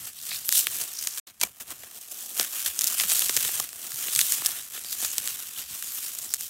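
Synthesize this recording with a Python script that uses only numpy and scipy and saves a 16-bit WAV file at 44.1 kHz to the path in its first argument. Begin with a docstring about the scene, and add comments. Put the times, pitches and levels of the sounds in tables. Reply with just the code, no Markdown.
"""Close to a microphone, two hands crush dry, powder-coated floral foam.
Each press of the fingers swells and lets go, breaking cell walls as a dense crunch of clicks, with small chips.
Larger cracks snap through the block as short bursts, resonances colour gritty noise into scrapes and one woody
knock, and lumps give way in low, damped thuds over a rumble of kneading. The bass of every crack arrives
after its treble. A brief, complete silence interrupts the crushing early on."""
import sys
import numpy as np
from scipy import signal
from scipy.fft import rfft, irfft, next_fast_len
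from scipy.io import wavfile
from scipy.ndimage import uniform_filter1d, minimum_filter1d

SR = 44100
rng = np.random.default_rng(int(sys.argv[2]) if len(sys.argv) > 2 else 0)


def log_audio(samples):
    """Write samples as a 16-bit WAV file to the path given in sys.argv[1]."""
    # one column per channel
    frames = np.atleast_2d(samples).T
    # limit to full scale, then quantise
    limited = np.clip(frames, -1, 1)
    pcm = np.round(limited * 32767).astype(np.int16)
    wavfile.write(sys.argv[1], SR, pcm)


N = 286209
TIME = np.arange(N) / SR

# All source levels below are those before the mix in scene().
# presses of the fingers: greatest_force_s, rise_s, fall_s, treble_db, middle_db, body_db, rumble_db
PRESSES = [(0.07, 1, 0.051, -37, -53.0, -60, -62.5), (0.341, 0.16, 0.085, -31.5, -50.5, -59, -64.5),
           (0.57, 0.046, 0.052, -17, -44.5, -57, -69), (0.82, 0.38, 0.063, -30.5, -50.5, -55, -64.0),
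           (1.097, 0.52, 0.057, -35, -53.5, -61, -67), (1.184, 0.038, 0.036, -32.5, -50, -59.5, -69.0),
           (1.274, 0.0063, 0.033, -43.5, -55.5, -58.5, -81.5),
           (1.426, 0.017, 0.053, -35.5, -48.5, -51, -62.0), (1.604, 0.0048, 0.02, -32.5, -47, -52.5, -60),
           (1.721, 0.039, 0.01, -34, -45.5, -48, -60), (1.886, 0.37, 0.065, -44, -59.0, -62, -69.5),
           (1.966, 0.04, 0.038, -39.5, -60.5, -57, -81), (2.016, 0.0095, 0.029, -37, -60, -59, -77.0),
           (2.123, 0.017, 0.025, -40, -71, -60.5, -75.5), (2.214, 0.14, 0.786, -36, -58, -58, -74.0),
           (2.403, 0.038, 0.065, -25.5, -40.5, -49.5, -68), (2.582, 0.1, 0.094, -29, -46, -61.5, -77),
           (2.667, 0.019, 0.036, -24, -42.5, -55, -60), (2.87, 0.11, 0.16, -26, -44.5, -52, -67),
           (3.007, 0.034, 0.11, -23.5, -40.5, -51, -62.5), (3.097, 0.011, 0.23, -22.0, -43, -54, -67),
           (3.227, 0.12, 0.01, -31, -49, -55, -65.5), (3.446, 0.32, 0.12, -24.5, -43.5, -54, -60.5),
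           (3.598, 0.13, 0.062, -29.5, -45, -52.5, -61), (3.869, 0.18, 0.063, -36, -53.5, -55.5, -74),
           (4.052, 0.091, 0.089, -34, -45.5, -52, -66), (4.215, 0.25, 0.21, -24.0, -46.5, -57.5, -61.5),
           (4.475, 0.38, 0.15, -30, -45.5, -55.5, -62.5), (4.762, 0.044, 0.066, -36.5, -51.5, -57.5, -76),
           (4.934, 0.051, 0.019, -32, -58, -63.0, -68.5), (5.048, 0.11, 0.15, -31, -51.5, -61, -62.5),
           (5.266, 0.53, 0.27, -31.5, -49.0, -58, -64.5), (5.592, 0.057, 0.051, -31.5, -50, -56, -66.0),
           (5.739, 0.07, 0.029, -35.5, -50.5, -62.5, -61.5), (5.914, 0.25, 0.058, -32.5, -53.0, -61, -73),
           (6.034, 0.16, 0.19, -33, -52.5, -61, -69), (6.347, 0.36, 0.03, -35, -55, -60, -66),
           (6.398, 0.032, 0.2, -32.5, -56.5, -60, -69.5)]
PRESS_FADE_DB = 10  # how far a press has sunk one rise before, or one fall after, its greatest force
PRESS_ROUNDNESS = 1.395  # 1 is a pointed top, 2 a bell
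# steady grip beneath the presses: treble_db, middle_db, body_db, rumble_db
GRIP_LEVELS = (-62, -70, -77, -74)

# loud cracks: start_s, treble_db, middle_db, body_db (rms over CRACK_SPAN_S), decay_s (0.0001 at least)
CRACKS = [(0.316, -37, -30.5, -44.5, 0.00079), (0.4911, -13, -27, -50, 0.000085),
          (0.525, -9, -24, -47, 0.0013), (.6698, -18.5, -19, -41, 0.00018),
          (.813, -19.5, -37, -43.5, 0.0045), (.9904, -29, -43, -63, .0003),
          (1.0258, -25.5, -39, -69, 0.00075), (1.072, -17, -28.5, -46, 0.0017),
          (1.1754, -29, -35.5, -65, .0007), (1.4005, -35, -54, -59, .0004), (1.4068, -34, -47, -66, .0003),
          (1.413, -16, -26, -38.5, 0.0035), (1.428, -25, -37, -54, 0.0023), (1.4331, -16, -28, -28, 0.0012),
          (1.436, -15, -26, -34.5, 0.001), (1.835, -44, -42, -44, 0.0013), (2.1215, -36, -52, -48.5, .0005),
          (2.3772, -23.5, -48, -57, 0.0011), (2.3975, -12, -16.5, -27, 0.00037),
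          (2.4097, -18, -28.5, -39, 0.0035), (2.661, -18, -24, -47, 0.0032), (2.7914, -15, -37, -61, .0003),
          (2.8108, -17, -32, -54, 0.00024), (2.8185, -18, -36, -57, 0.00015),
          (2.8427, -12, -37, -65, 0.00034), (2.8719, -18, -50, -65, 0.000091),
          (2.8775, -17.5, -52, -60, 0.00029), (2.9987, -18, -19, -54, 0.0018),
          (3.0104, -36, -27, -39, 0.00068), (3.036, -25, -26.5, -39, 0.0015),
          (3.0995, -21, -31.5, -46, 0.00044), (3.1068, -21, -35, -55, .0002),
          (3.118, -16, -26, -36.5, .0012), (3.1938, -13.5, -35, -55, 0.00023),
          (3.158, -24, -33, -50, .0009), (3.2204, -28, -24.5, -40, .0015), (3.2942, -18, -21.5, -32, .0025),
          (3.3663, -11.5, -26, -34.5, 0.0017), (3.3729, -18, -23.5, -40, 0.00033),
          (3.449, -20, -26, -38, 0.0019), (3.4899, -39, -32, -38, 0.0022),
          (3.599, -18, -29.5, -32.5, 0.0019), (3.6908, -32, -42, -60, .0005),
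          (3.7301, -33.5, -44, -54, 0.00059), (3.9195, -30, -37.5, -65, .0002),
          (4.084, -32, -28, -44, 0.00044), (4.1509, -19, -40, -56, .0003), (4.1611, -15, -26, -62, 0.00064),
          (4.191, -9.5, -17.5, -55, 0.0017), (4.2079, -16, -37, -60.5, .0004),
          (4.213, -13, -21.5, -64, 0.00072), (4.322, -13, -31, -56, 0.00069),
          (4.33, -23, -39, -51, 0.00049), (4.42, -35, -36, -37, .0006), (4.4608, -12, -28.5, -53, 0.00051),
          (4.4656, -14.5, -43, -48, 0.0015), (4.49, -38, -38, -41.5, 0.00068),
          (4.7763, -42, -36.5, -45, 0.0015), (4.8462, -37, -37.5, -47, 0.00067),
          (4.928, -23, -35, -69, 0.00017), (5.0256, -39, -37, -38, 0.0011),
          (5.048, -21, -27.5, -43, 0.0023), (5.1822, -14.5, -26.5, -46, 0.00019),
          (5.2754, -20.5, -29, -64, 0.00025), (5.284, -25, -36, -61, 0.00043),
          (5.8252, -26.5, -34, -69, .0004), (6.1871, -25.5, -50, -63, 0.00031),
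          (6.339, -12.5, -30, -52, 0.00024), (6.3443, -20, -46, -56, 0.00034),
          (6.4088, -24.5, -41, -62, 0.00087)]
CRACK_SPAN_S = .002
CRACK_SIZE, CRACK_LEAD = 2048, 256  # samples in all, samples before the sharp break
# colour of a loud crack relative to the foam: frequency_hz, level_db
CRACK_COLOUR = [(200, -7.5), (420, 1), (750, -0.5), (1100, -0.5), (1800, 2), (2700, -2.5), (5000, -3),
                (9000, -5), (16000, -8.5)]
# modes of the block while it is still whole: frequency_hz, width_hz, level_db
BLOCK_MODES = [(910, 180, -10), (2340, 150, 10), (3940, 150, -5), (4810, 140, -13)]
BLOCK_WHOLE_S = (1.3, 1.445)
# small chips relative to the press that breaks them: treble_db, middle_db, body_db
CHIP_LEVELS = (3, 4, 1)
CHIPS_PER_S, CHIP_DECAY_S = 20, .00018

# narrow-band scrapes of foam, and one short woody knock resonance near 1060 Hz:
# start_s, length_s, level_db, centre_hz, width_hz (before the widening in scrapes_and_knock)
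SCRAPES_AND_KNOCK = [(0.0, 0.1, -44, 10900, 890), (0.125, 0.22, -45.5, 4200, 1200),
                     (0.28, 0.1, -29, 4000, 800), (0.29, 0.082, -36, 2650, 400),
                     (0.287, 0.21, -42, 4760, 600), (0.438, 0.08, -28, 11700, 1200),
                     (0.65, 0.047, -51, 3020, 500), (0.86, 0.36, -35, 5900, 1210),
                     (1.235, 0.081, -41, 4160, 1500), (3.588, 0.022, -33, 1060, 250),
                     (4.715, 0.077, -44, 3500, 250), (4.792, 0.21, -40, 4600, 700),
                     (4.92, 0.27, -33.5, 6900, 900), (5.54, 0.12, -39.5, 3180, 600),
                     (5.575, 0.19, -41.5, 4720, 1200), (5.87, 0.15, -34, 12100, 600),
                     (6.276, 0.1, -35, 5600, 900)]
# lumps giving way: peak_s, level_db (peak of the envelope), pitch_hz
THUDS = [(.345, -54, 110), (0.81, -54, 110), (1.435, -54.5, 65), (1.439, -44.5, 190), (1.712, -70, 65),
         (1.713, -52, 154), (2.41, -52.5, 140), (2.675, -53, 70), (3.045, -44, 179), (3.365, -44.5, 129),
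         (3.451, -45, 172), (3.597, -49.5, 122), (3.931, -47.5, 133), (4.159, -43.5, 134), (4.185, -57, 85),
         (4.389, -50, 140), (5.034, -49, 113), (5.635, -59, 70), (5.704, -49.5, 150)]

# colour of breaking foam: frequency_hz, level_db per Hz
FOAM = [(70, -37.5), (160, -12), (300, -18), (530, -20), (830, -21.5), (1160, -12), (2100, -9), (3100, -3),
        (4800, -1), (7000, 4), (10000, 2.5), (13300, 2.5), (15700, 0)]
# hollows between the fingers and the block: centre_hz, width_hz, level_db
HOLLOWS = [(728, 146, 6), (1790, 190, 1), (3130, 600, 1.5), (7100, 1200, -0.5), (11320, 500, 2)]
# lower edges of body, middle and treble, for cracks and chips, then for the crunch
BAND_EDGES_HZ, CRUNCH_EDGES_HZ = (200, 1000, 4000), (200, 1000, 2500)
# colour of the kneading: frequency_hz, level_db per Hz
RUMBLE = [(15, -30), (30, -22), (55, -3.5), (110, -1), (180, -3.5), (260, -11), (500, -48)]

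SILENCE_S = (1.199, 1.268)  # start, end
CEILING_DB, EDGE_HZ = -1.2, 15830  # limiter ceiling, upper band limit


def pressing():
    """Superposition of power: presses add to the grip; gives crunch gains by band, and the rumble gain."""
    t = TIME[::32]
    power = amp(GRIP_LEVELS)[:, None] ** 2 * np.ones(len(t))
    for s, rise_s, fall_s, *levels_db in PRESSES:
        away = abs(t - s) / np.where(t < s, rise_s, fall_s)
        press_db = np.array(levels_db)[:, None] - PRESS_FADE_DB * away ** PRESS_ROUNDNESS
        power = power + amp(press_db) ** 2
    *force, rumble = (np.interp(TIME, t, np.sqrt(band)) for band in power)
    return np.array(force), rumble


def fragment(ring_s, scatter, size=128):
    """Impulse response: a click, then its decaying scatter inside one small piece of foam."""
    echo = rng.standard_normal(size) * np.exp(-np.arange(size) / SR / ring_s)
    echo *= scatter / np.linalg.norm(echo)
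    echo[0] = 1
    return echo


def crunch(force, per_s=5500, spread_db=3.5, clump_db=1.15, stick_db=1.33, powder_db=-7, shift=.8,
           crumbs_per_s=200, crumb_db=20.0, count=12):
    """Shot noise: cell walls break in clumps in several fragments, over the hiss of rubbing powder."""
    grains = np.zeros(N)
    for _ in range(count):
        # per_s is the median rate of all fragments together; each has its own flurries
        breaks = rng.random(N) < per_s / count / SR * np.exp(shift * wander(14))
        sizes = amp(spread_db * np.minimum(rng.exponential(1, N), 4.5)) * rng.choice([-1, 1], N)
        grains += signal.oaconvolve(breaks * sizes, fragment(ring_s=0.00052, scatter=2.37))[:N]
    # whole crumbs pop off in flurries of dry ticks; crumbs_per_s is their median rate
    pops = rng.random(N) < crumbs_per_s / SR * np.exp(.7 * wander(12))
    crumbs = pops * amp(crumb_db + rng.uniform(-11.5, 0.84, N)) * rng.choice([-1, 1], N)
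    avalanches = amp(clump_db * wander(110) + stick_db * wander(74))
    powder = amp(powder_db) * rng.standard_normal(N)
    drive = rfft((unit(grains) + powder) * avalanches + crumbs)
    bands = foam_bands(N, CRUNCH_EDGES_HZ)
    return sum(unit(irfft(drive * band, N)) * gain for gain, band in zip(force, bands))


def crack(gains, decay_s, bands, first=2.3, ragged_db=3.5, strain=0.14, strain_s=0.00065,
          debris=0.043, debris_s=0.0021):
    """Brittle fracture: tiny strain clicks, one sharp break, a quick run of smaller ones, then debris."""
    t = (np.arange(CRACK_SIZE) - CRACK_LEAD) / SR
    sign, strength = rng.standard_normal((2, CRACK_SIZE))
    before = strain * np.exp(-abs(t) / strain_s)
    after = np.exp(-abs(t) / max(decay_s, 1e-4)) + debris * np.exp(-abs(t) / debris_s)
    run = unit(sign * amp(ragged_db * strength)) * np.where(t < 0, before, after)
    run[CRACK_LEAD] = first
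    parts = irfft(rfft(run) * bands, CRACK_SIZE)
    # each band gets rms 1 over the crack span before its gain
    parts *= np.sqrt(CRACK_SPAN_S * SR) / np.linalg.norm(parts, axis=1, keepdims=True)
    return gains @ parts


def cracks():
    """Modal excitation: loud cracks; those that snap the fresh block in two also ring its modes."""
    hz = np.fft.rfftfreq(CRACK_SIZE, 1 / SR)
    bands = foam_bands(CRACK_SIZE) * amp(read(CRACK_COLOUR, hz))
    out = np.zeros(N)
    for s, *levels_db, decay_s in CRACKS:
        add(out, s - CRACK_LEAD / SR, crack(amp(levels_db), decay_s, bands))
    snap = out * ((TIME > BLOCK_WHOLE_S[0]) & (TIME < BLOCK_WHOLE_S[1]))
    return out + sum(amp(db) * resonate(snap, f, width) for f, width, db in BLOCK_MODES)


def chips(force, count=200):
    """Poisson process: small cracks at chance moments, in proportion to the press that breaks them."""
    out, bands = np.zeros(N), foam_bands(CRACK_SIZE)
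    for s in np.cumsum(rng.exponential(1, count)) / CHIPS_PER_S:
        if s < TIME[-1]:
            gains = force[:, int(s * SR)] * amp(CHIP_LEVELS)
            add(out, s - CRACK_LEAD / SR, crack(gains, CHIP_DECAY_S, bands))
    return out


def scrapes_and_knock(grit_db=7.0, widening=1.8):
    """Resonance: gritty noise swells and fades in a narrow band, as scrapes and one short woody knock."""
    out, grit = np.zeros(N), rng.standard_normal(N) * amp(grit_db * wander(250))
    for s, length, db, hz, width in SCRAPES_AND_KNOCK:
        burst = grit[max(round(s * SR), 0):][:round(length * SR)]
        # two equal resonances in series, which together are narrower than either
        band = resonate(resonate(burst, hz, widening * width), hz, widening * width)
        add(out, s, amp(db) * unit(band) * signal.windows.tukey(len(band), .8))
    return out


def thuds(cycles=0.92):
    """Damped oscillation: a lump collapses in a low push that dies within a few cycles."""
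    out, t = np.zeros(N), np.arange(SR // 8) / SR
    for s, db, hz in THUDS:
        age = t * hz / cycles  # the envelope peaks at age 1
        push = amp(db) * age * np.exp(1 - age) * np.sin(2 * np.pi * hz * t)
        add(out, s - cycles / hz, push)
    return out


def kneading(lumpy_db=3.0):
    """Modulated noise: the uneven low rumble of the fingers working the foam."""
    colour = amp(read(RUMBLE, np.fft.rfftfreq(N, 1 / SR)))
    noise = irfft(rfft(rng.standard_normal(N)) * colour, N)
    return unit(noise * amp(lumpy_db * wander(25)))


def foam_bands(size, edges=BAND_EDGES_HZ):
    """Spectral filtering: the response of foam and hollows, split into treble, middle and body."""
    hz = np.fft.rfftfreq(size, 1 / SR)
    hollows_db = sum(db / (1 + (2 * (hz - f) / width) ** 2) for f, width, db in HOLLOWS)
    colour = amp(read(FOAM, hz) + hollows_db)
    low, middle, high = (1 - 1 / (1 + (hz / edge) ** 8) for edge in edges)
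    return colour * np.array([high, middle - high, low - middle])


def uneven_colour(x, patchy_db, size=1024):
    """Time-varying filtering: random, smoothed gains make the colour uneven in time and frequency."""
    z = signal.stft(x, nperseg=size)[2]
    patches = rng.standard_normal(z.shape)
    for _ in range(2):
        across_frequency = uniform_filter1d(patches, size=7, axis=0)
        patches = uniform_filter1d(across_frequency, size=3, axis=1)
    return signal.istft(z * amp(patchy_db * unit(patches)), nperseg=size)[1][:N]


def disperse(x, cycles=1.598, corner_hz=7000):
    """Dispersion: well below the corner, delay is a near-fixed number of cycles, so a click falls in pitch."""
    size = next_fast_len(N + SR)
    hz = np.fft.rfftfreq(size, 1 / SR)
    phase = -2 * np.pi * cycles * np.log((hz + 10) / (hz + corner_hz))
    return irfft(rfft(x, size) * np.exp(1j * phase), size)[:N]


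def resonate(x, hz, width):
    """Resonance: a band-pass of gain 1 at its centre."""
    return signal.lfilter(*signal.iirpeak(hz, hz / width, fs=SR), x)


def wander(hz):
    """Low-pass noise: smooth chance of rms 1 that varies mostly slower than hz."""
    f = np.fft.rfftfreq(N, 1 / SR)
    return unit(irfft(rfft(rng.standard_normal(N)) * np.exp(-(f / hz) ** 2), N))


def amp(db):
    """Logarithmic level: decibels to gain."""
    return 10 ** (np.asarray(db) / 20)


def unit(x):
    """Normalisation: scales to rms 1."""
    return x / np.sqrt(np.mean(x ** 2) + 1e-20)


def read(points, hz):
    """Interpolation: reads a spectrum on a log-frequency axis."""
    f, value = np.transpose(points)
    return np.interp(np.log(hz + 1), np.log(f + 1), value)


def add(mix, s, sound):
    """Superposition: adds a sound to the mix at time s."""
    part = mix[max(round(s * SR), 0):][:len(sound)]
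    part += sound[:len(part)]


def scene():
    """Superposition: presses drive crunch, chips and rumble; all but the rumble is dispersed."""
    force, rumble = pressing()
    breaking = amp(-0.74) * uneven_colour(crunch(force), patchy_db=0.96) + amp(0.02) * cracks()
    handling = amp(-5.0) * scrapes_and_knock() + amp(-1.0) * thuds()
    low = amp(0.7) * rumble * kneading()
    return (disperse(breaking + handling + chips(force)) + low)[None]


def record(dry, recovery_db_per_s=1000):
    """Peak limiting: holds down the sharpest peaks; then the brief silence and the band limit."""
    over_db = np.maximum(20 * np.log10(abs(dry[0]) + 1e-9) - CEILING_DB, 0)
    fall = TIME * recovery_db_per_s
    duck_db = np.maximum.accumulate(over_db + fall) - fall  # instant rise, steady recovery
    gain = amp(uniform_filter1d(minimum_filter1d(-duck_db, size=65), size=65))
    audible = (TIME < SILENCE_S[0]) | (TIME > SILENCE_S[1])
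    gate = uniform_filter1d(1. * audible, size=64)
    band_limit = signal.firwin(801, EDGE_HZ, window=("kaiser", 8), fs=SR)
    return signal.oaconvolve(dry * gain * gate, band_limit[None], "same")


dry = scene()
out = record(dry)
log_audio(out)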